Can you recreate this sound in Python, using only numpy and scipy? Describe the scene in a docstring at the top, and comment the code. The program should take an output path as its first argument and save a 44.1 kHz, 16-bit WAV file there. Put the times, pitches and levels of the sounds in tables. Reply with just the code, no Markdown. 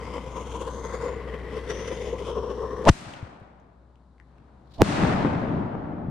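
"""A firework fuse hisses, spurts and whistles in a mortar tube close by, over a low hum in the night air.
The lift charge bangs as hot gas tears out of the muzzle, scraps tick down, and the shell bursts
overhead with a thump and a sharp crack. Both blasts roll back from the woods, duller as they fade,
and each drives a gain control far down, from where it creeps back."""
import sys
import numpy as np
from scipy import signal
from scipy.fft import rfft, irfft
from scipy.io import wavfile
from scipy.ndimage import uniform_filter1d, minimum_filter1d

SR = 44100
rng = np.random.default_rng(int(sys.argv[2]) if len(sys.argv) > 2 else 0)


def persist_wave(psi):
    """Save psi, clipped to +-1, as 16-bit WAV."""
    counts = np.round(np.clip(psi, -1, 1) * 32767).astype(np.int16)
    wavfile.write(sys.argv[1], SR, np.atleast_2d(counts).T)


N = 269010
T = np.arange(N) / SR
HZ = np.fft.rfftfreq(1024, 1 / SR)  # moving spectra lie on this grid, one per frame
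FRAME_T = np.arange(N // 256 + 5) * 256 / SR
LIFT_S, BURST_S = 2.889, 4.819

# stereo image of near and of far sounds: f/Hz, left-right likeness (-1..1)
NEAR = [(60, 1), (500, 0.97), (1400, 0.83), (3100, 0.57), (5500, 0.42), (8000, -0.29), (15000, -0.99)]
FAR = [(60, 0.37), (250, 1), (500, 0.39), (1000, 0), (2500, 0.29), (6000, 0), (15000, 0.017)]


def lift():
    """Hot gas roars up the tube for a few hundredths of a second and tears into a crack at the muzzle."""
    # tone of the deep roar and the brighter tear: f/Hz, level/dB
    roar_tone = [(15, 1), (40, 1), (160, 1), (320, 0), (700, 1), (1000, -2.5), (1400, -21.5), (3000, -26.5),
                 (6000, -38), (14000, -56.5)]
    tear_tone = [(100, 2), (400, 4.5), (1400, -2.5), (2200, -9), (3100, -7.5), (4000, -16), (6000, -13.5),
                 (9500, -23.5), (11000, -31.5), (15500, -51)]
    roar = noise(spectrum(roar_tone), NEAR)
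    roar *= swell(LIFT_S, db=7.5, rise_db_per_s=1148.5, hold_s=0.0023, fall_db_per_s=1598.5)
    tear = noise(spectrum(tear_tone), NEAR)
    tear *= swell(LIFT_S, db=11.5, rise_db_per_s=3199, hold_s=0.0068, fall_db_per_s=4499.5)
    return (roar + tear) * pan(db=3)


def thumps():
    """Each pressure wave is a few swings that slow down as they die."""
    # direct and reflected waves: t/s, level/dB, start f/Hz, time to half pitch/s, decay/s, L-R/dB
    waves = [(2.8852, 13, 748, 0.018, 0.0025, 5), (2.886, 11.5, 45.1, .03, .014, 5),
             (2.898, 21, 190.6, 0.0066, .007, 3.5), (3.067, -13.5, 160, 0.029, 0.02, 3),
             (3.228, -4.5, 133, 0.033, 0.012, 4.5), (3.416, -17.5, 127.5, 0.088, 0.011, 4),
             (4.8078, 0, 600, 0.0015, 0.0029, -9), (4.819, 19.5, 1214, 0.0009, 0.0064, 5),
             (4.831, 5.5, 233, 0.15, 0.011, 3), (5.033, 8, 258, 0.017, 0.022, 3),
             (5.248, 7, 328, 0.014, 0.013, 2), (6.084, -1.5, 186.6, 0.039, 0.01, 3)]
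    out, t = np.zeros((2, N)), np.arange(SR // 6) / SR
    for s, db, hz, glide, decay, side_db in waves:
        swing = np.sin(2 * np.pi * hz * glide * np.log1p(t / glide))
        envelope = np.exp(-t / decay) * (1 - np.exp(-t / .0002))
        add(out, s, gain_of(db) * swing * envelope * pan(side_db))
    return out


def cracks():
    """A shock is a sudden push and a longer suction; distance rounds its front."""
    # powder catching, the blasts and their echoes: t/s, peak/dB, push/ms, treble edge/Hz, L-R/dB
    shocks = [(2.8435, -36, .05, 8000, 7.5), (2.8533, -24, 0.35, 8000, -21.5),
              (2.8595, -29, 0.057, 8000, 5), (2.864, -34, .06, 8100, 3), (2.8838, 17.5, .45, 3030, 1.5),
              (4.8085, -11, 0.15, 4000, -1), (4.8189, 31, 0.27, 6900, -6.5), (4.8305, 5, 0.62, 1800, 0),
              (5, 4, 1, 3500, 5), (5.036, 12.5, 0.9, 2500, -1), (5.053, 8, .6, 1600, 3),
              (5.123, 6, .45, 1500, 2), (5.249, 8, 0.79, 1800, 6), (5.256, 3, .7, 1400, 5),
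              (5.752, -3, 1, 1300, 6), (5.853, -24, 0.59, 1500, 4.5)]
    out, ms = np.zeros((2, N)), np.arange(400) * 1000 / SR
    for s, db, push_ms, edge_hz, side_db in shocks:
        shock = dulled((1 - ms / push_ms) * np.exp(-ms / push_ms), edge_hz)
        add(out, s, gain_of(db) * shock / shock.max() * pan(side_db))
    return out


def lead_in():
    """A brief dull swell of low noise leads into the crack."""
    # tone of the swell: f/Hz, level/dB
    swell_tone = [(15, 2), (65, 11), (160, -0.5), (320, 2), (500, -6.5), (800, -1), (1050, -9), (1350, -32),
                  (3000, -34), (6000, -45), (14000, -71)]
    level = swell(BURST_S, db=5.5, rise_db_per_s=903.5, hold_s=0.006, fall_db_per_s=2396.5)
    return level * noise(spectrum(swell_tone), NEAR) * pan(db=-4)


def woods():
    """Countless echoes from trunks and leaves; the later they come, the more treble the air has taken."""
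    # echo tails: t/s, rumble level/dB, scatter level/dB, rise/s, hold/s,
    # rumble fade/(dB/s), scatter fade/(dB/s), opening treble tilt/(dB/octave)
    echoes = [(2.895, -27, -23, 0.0066, 0.24, 35, 33, 8), (4.251, -43, -45.5, 0.17, .2, 10, 8, -1),
              (4.82, -2.5, -5.5, 0.15, 0.27, 18, 20, 4.5)]
    # tone of the midrange scatter and the low rumble: f/Hz, level/dB
    scatter_tone = [(150, -7.5), (400, -2.5), (600, 3.5), (900, 1.5), (1400, -2.5), (2500, -10.5),
                    (4200, -17.5), (6500, -24.5), (9000, -29), (10800, -45.5), (15500, -60.5)]
    rumble_tone = [(15, -13.5), (50, -18.5), (90, 2), (140, 5.5), (280, 5), (400, -6), (700, -26.5),
                   (2000, -89)]
    late_tilt, dulling_s = -17, 0.82  # the tails darken towards this many dB per octave
    octaves = np.log2(1 + (HZ / 900) ** 2) / 2
    out = np.zeros((2, N))
    for s, rumble_db, scatter_db, rise_s, hold_s, rumble_fade, scatter_fade, first_tilt in echoes:
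        fresh = np.exp(-np.maximum(FRAME_T[:, None] - s, 0) / dulling_s)
        tilt = late_tilt + (first_tilt - late_tilt) * fresh
        rise = 1 - np.exp(-np.maximum(T - s, 0) / rise_s)
        fading_s = np.maximum(T - s - hold_s, 0)
        scatter = noise(spectrum(scatter_tone) + tilt * octaves, FAR)
        scatter *= gain_of(scatter_db - scatter_fade * fading_s + 0.76 * drift(rate_hz=110))
        rumble = noise(spectrum(rumble_tone), FAR)
        rumble *= gain_of(rumble_db - rumble_fade * fading_s + 1.4 * drift(rate_hz=9))
        out += (scatter + rumble) * np.sqrt(rise)
    return out * pan(db=3)


def fuse():
    """A sputtering jet of burning powder hisses and rings the tube until the lift charge fires."""
    # how hard the fuse burns, ahead of the trims below: t/s, ring/dB, hiss/dB, fizz/dB
    burn = [(0, -41, -55, -56), (.3, -44.5, -55, -55), (.6, -41.5, -52, -51.5), (.88, -39.5, -55.5, -53.5),
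            (1.04, -36, -47, -50.5), (1.24, -40, -54.5, -77), (1.45, -43, -60, -74),
            (1.53, -40, -52.5, -55.5), (1.65, -42, -55.5, -57), (1.72, -37, -49.5, -53),
            (1.9, -38, -48.5, -52), (2.08, -34, -46.5, -49), (2.16, -38.5, -58, -63),
            (2.27, -32.5, -43.5, -48), (2.4, -35.5, -57, -70), (2.55, -33, -57.5, -63),
            (2.77, -40, -63, -69), (2.84, -30.5, -55, -58)]
    # resonances of the tube's air column: t/s, first f/Hz, second f/Hz, third f/Hz
    air_column = [(0, 480, 1033, 2050), (.6, 480, 985, 2100), (1, 475, 1013, 2045), (1.4, 458, 1050, 1940),
                  (2, 463, 1020, 2000), (2.85, 449, 1049, 1820)]
    # tone of the jet's low rush, hiss and high fizz: f/Hz, level/dB
    rush_tone = [(60, -23), (180, 0), (380, 3), (600, -7), (1500, -50)]
    hiss_tone = [(200, -14.5), (700, -10), (1300, 7.5), (1700, 0.5), (2500, -6), (3150, 2), (3600, -4),
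                 (4100, -19.5), (5500, -15), (9000, -52.5)]
    fizz_tone = [(2000, -44), (4200, -2), (5200, 2), (7200, -1), (8200, -6.5), (9100, -3), (10600, -13.5),
                 (12500, -18), (15500, -26)]
    ring_db, hiss_db, fizz_db = follow(burn, T)
    first_hz, second_hz, third_hz = follow(air_column, FRAME_T)
    dips_db = notches()
    # the colour of the hiss wanders in small patches
    patches = uniform_filter1d(rng.standard_normal(dips_db.shape), size=30, axis=0)
    colour_db = dips_db + 1.9 * unit_rms(uniform_filter1d(patches, size=6, axis=1))
    colour_db += 0.5 * np.cos(2 * np.pi * HZ / 501)  # ripple of the tube's higher modes, 501 Hz apart
    tube = gain_of(ring_db + 0.78) * noise(resonance(first_hz, width_hz=48, steep=1.3), NEAR)
    tube += gain_of(-44) * noise(resonance(second_hz, width_hz=240, steep=2.6), NEAR, dips_db)
    tube += gain_of(-48.5) * noise(spectrum(rush_tone), NEAR)
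    jet = gain_of(-49) * noise(resonance(third_hz, width_hz=160, steep=0.96), NEAR, dips_db)
    jet += gain_of(hiss_db + 4.5) * noise(spectrum(hiss_tone), NEAR, colour_db)
    jet += gain_of(fizz_db - 3) * noise(spectrum(fizz_tone), NEAR, colour_db) + whistles()
    tube_boost_db, jet_boost_db = spurts()
    flutter_db = 1.9 * drift(rate_hz=24)
    grit_db = 2.2 * drift(rate_hz=660)
    tube *= gain_of(tube_boost_db + flutter_db + 0.25)
    jet *= gain_of(jet_boost_db + .65 * flutter_db + grit_db - 2.73)
    burning = np.clip((LIFT_S - T) / 0.0088, 0, 1)
    return (tube + jet) * burning * pan(db=5)


def spurts(rise_s=.013, fall_s=.016):
    """Grains of powder flare up: brief level bumps in dB for the tube and the jet."""
    # strongest flares: t/s, tube boost/dB, jet boost/dB
    flares = [(0.141, 5.5, 4.5), (.521, 3, 5), (.18, 6, 1.5), (0.37, 9, 4.5), (0.467, 2.5, 2.5),
              (0.555, 8, 5.5), (.618, 11, 10.5), (0.678, 5, 6), (0.845, 6.5, 5), (0.943, 9, 6),
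              (1.347, 7, 7), (1.575, 4.5, 3.5), (1.706, 5, 9), (1.758, 6.5, 4.5), (1.883, 2.5, 8),
              (1.921, 7, 1.5), (2.135, 8, 4.5), (2.19, -6, 6), (2.371, 9, 3), (2.509, 5, 5),
              (2.642, 6.5, -2)]
    boost_db = np.zeros((2, N))
    for s, tube_db, jet_db in flares:
        bump = np.exp(-((T - s) / np.where(T < s, rise_s, fall_s)) ** 2)
        boost_db += np.outer([tube_db, jet_db], bump)
    return boost_db


def notches():
    """Reflections cut dips, in dB, into the jet's sound; they climb as the flame creeps along."""
    # one path per notch, each point: t/s, f/Hz, depth/dB
    paths = [
        [(0, 1480, 2.5), (.6, 1980, 15), (.8, 2500, 19.5), (1.08, 3150, 11.5), (1.35, 3900, 4)],
        [(1.05, 760, 2), (1.4, 900, 11.5), (1.85, 980, 7.5), (2.12, 1400, 18), (2.4, 2040, 20.5),
         (2.85, 2470, 11.5)],
        [(0, 4070, 9), (.32, 4400, 9.5), (.78, 5680, 13), (1.35, 6250, 1), (1.75, 7150, 14.5),
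         (2.2, 8400, -0.5)],
        [(1.9, 4210, 0.5), (2.35, 4550, 4.5), (2.85, 4870, 7)],
    ]
    dips_db, t = 0, FRAME_T[:, None]
    for path in paths:
        hz, depth_db = follow(path, t)
        width_hz = 370 + .025 * hz
        is_open = np.clip(1 - (t - path[-1][0]) / .1, 0, 1)  # closes as its path ends
        dips_db -= depth_db * is_open * np.exp(-((HZ - hz) / width_hz) ** 2)
    return dips_db


def whistles():
    """Each breathy whistle of the jet comes up quickly, glides and fades out."""
    # rising whistles: start t/s, end t/s, start f/Hz, end f/Hz, level/dB
    glides = [(0, .3, 4770, 5150, -61), (.3, 0.687, 6530, 6840, -58.5), (0.699, 0.976, 6300, 6450, -52.5),
              (0.933, 1.204, 6750, 7000, -58.5), (1.685, 1.97, 5860, 6100, -50.5),
              (1.937, 2.207, 6400, 6550, -57), (2.245, 3, 5560, 5650, -59)]
    hz, level = np.full(len(FRAME_T), float(glides[0][2])), np.zeros(N)
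    for start, end, start_hz, end_hz, db in glides:
        hz = np.where(FRAME_T >= start, np.interp(FRAME_T, [start, end], [start_hz, end_hz]), hz)
        age = np.clip((T - start) / (end - start), 0, 1)
        level += gain_of(db) * np.sqrt(abs(np.sin(np.pi * age ** 0.53)))
    return level * noise(resonance(hz, width_hz=480, steep=1.9), FAR)


def scraps(crumbs_per_s=700, crumble_s=.035):
    """Small scraps land with a dry snap and barely any ring, then crumble in a short rustle."""
    # embers and scraps landing: t/s, level/dB, ring f/Hz
    landings = [(3.138, -11, 2970), (3.402, -40.5, 8950), (3.6, -41, 6400), (3.957, -39, 2950),
                (4.182, -40, 2110), (4.2002, -25, 1880), (4.38, -39.5, 1713), (4.384, -39, 2560)]
    out, t = np.zeros((2, N)), np.arange(SR // 8) / SR
    shape = (2, len(t))
    for s, db, hz in landings:
        ring = np.sin(2 * np.pi * hz * t) * np.exp(-t * hz / 2)  # decay time of two cycles
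        snap = rng.standard_normal(shape) * .5 * np.exp(-t / 0.00037)
        crumbs = rng.standard_normal(shape) * (rng.random(shape) < crumbs_per_s / SR)
        crumbs *= np.exp(-t / crumble_s)
        rustle = signal.oaconvolve(crumbs, ring[None])[:, :len(t)] + crumbs
        tick = ring + dulled(snap + gain_of(-15) * rustle, edge_hz=6700)
        add(out, s, gain_of(db) * tick * pan(db=8))
    return out


def sizzle(lead_s=0.079):
    """A faint narrow hiss sputters up in the moments before the shell bursts."""
    band = resonance(np.full(len(FRAME_T), 4000.), width_hz=1200, steep=1.2)
    level = swell(BURST_S - lead_s, db=-47, rise_db_per_s=260, hold_s=.085, fall_db_per_s=400)
    return noise(band, FAR) * level * gain_of(3.4 * drift(rate_hz=90)) * pan(db=3)


def night():
    """A wavering low hum, like a distant engine, in dull outdoor noise."""
    # tone of the outdoor bed: f/Hz, level/dB
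    air_tone = [(15, -9), (40, -7), (100, 3.5), (150, 1), (250, -2.5), (450, -11), (1000, -11.5),
                (1500, -21.5), (2500, -37.5), (4000, -31), (5500, -40), (9000, -42), (15000, -62.5)]
    hum_hz = 62.5 + 1.4 * drift(rate_hz=11)
    hum = gain_of(-37 + 1.2 * drift(rate_hz=8.4)) * np.sin(2 * np.pi * np.cumsum(hum_hz) / SR)
    air = gain_of(-42.5) * noise(spectrum(air_tone), NEAR)
    return (hum + air) * pan(db=4.2)


def noise(tone_db, image, colour_db=0):
    """Stereo noise of rms 1 with a fixed or moving tone; steady unless colour_db dips or lifts it."""
    a, b, c, d = rng.standard_normal((4, len(FRAME_T), len(HZ)))
    likeness = np.clip(spectrum(image), -1, 1)
    left = a + 1j * b
    right = likeness * left + np.sqrt(1 - likeness ** 2) * (c + 1j * d)
    size = gain_of(tone_db + colour_db) / np.linalg.norm(gain_of(tone_db), axis=-1, keepdims=True)
    frames = (np.array([left, right]) * size).transpose(0, 2, 1)
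    return unit_rms(signal.istft(frames, nperseg=1024, noverlap=768)[1][:, :N])


def drift(rate_hz):
    """Random wobble of rms 1, mostly slower than rate_hz."""
    f = np.fft.rfftfreq(N, 1 / SR)
    return unit_rms(irfft(rfft(rng.standard_normal(N)) / (1 + (f / rate_hz) ** 4), N))


def swell(s, db, rise_db_per_s, hold_s, fall_db_per_s):
    """Gain that climbs to a level at time s, holds it and falls away."""
    early_s, late_s = np.maximum(s - T, 0), np.maximum(T - s - hold_s, 0)
    return gain_of(db - rise_db_per_s * early_s - fall_db_per_s * late_s)


def resonance(hz, width_hz, steep):
    """A moving peak in dB."""
    return -10 * steep * np.log10(1 + (2 * (HZ - hz[:, None]) / width_hz) ** 2)


def dulled(x, edge_hz):
    """Takes off the treble above an edge of at most 8 kHz."""
    return signal.sosfilt(signal.butter(3, min(edge_hz, 8000), fs=SR, output="sos"), x)


def spectrum(points):
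    """Joins points along a log frequency axis."""
    f, value = np.transpose(points)
    return np.interp(np.log(HZ + 1), np.log(f + 1), value)


def follow(rows, t):
    """The columns of a curve at the times t."""
    s, *columns = np.transpose(rows)
    return [np.interp(t, s, c) for c in columns]


def gain_of(db):
    return 10 ** (np.asarray(db) / 20)


def unit_rms(x):
    return x / np.sqrt(np.mean(x ** 2) + 1e-20)


def pan(db):
    """Stereo gains with the left louder by db."""
    return gain_of(np.array([[db], [-db]]) / 2)


def add(mix, s, sound):
    part = mix[:, round(s * SR):][:, :sound.shape[-1]]
    part += sound[..., :part.shape[1]]


def scene():
    """Fuse, lift charge, falling scraps and burst, with their echoes in the night."""
    blasts = lift() + lead_in() + thumps() + cracks()
    return blasts + night() + fuse() + scraps() + sizzle() + woods()


def record(dry):
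    """Gain control ducks at once on a blast and creeps back; then soft clipping and a band limit."""
    threshold_db, max_duck_db, recovery_db_per_s, edge_hz = -8, 21, 4, 15700
    power_db = 10 * np.log10(abs(uniform_filter1d((dry ** 2).mean(0), size=66)) + 1e-12)
    over_db = np.clip(power_db - threshold_db, 0, max_duck_db)
    recovery_db = recovery_db_per_s * T
    duck_db = np.maximum.accumulate(over_db + recovery_db) - recovery_db
    lookahead_db = -minimum_filter1d(-duck_db, size=64)
    ducked = dry / gain_of(uniform_filter1d(lookahead_db, size=48))
    # the part beyond a soft ceiling is smoothed, then taken away
    overload = ducked - .95 * ducked / (1 + ducked ** 8) ** (1 / 8)
    clipped = ducked - signal.oaconvolve(overload, np.array([[1, 4, 6, 4, 1]]) / 16, "same")
    lowpass = signal.firwin(511, edge_hz, window=("kaiser", 9), fs=SR)
    return signal.oaconvolve(clipped, lowpass[None], "same")


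dry = scene()
out = record(dry)
persist_wave(out)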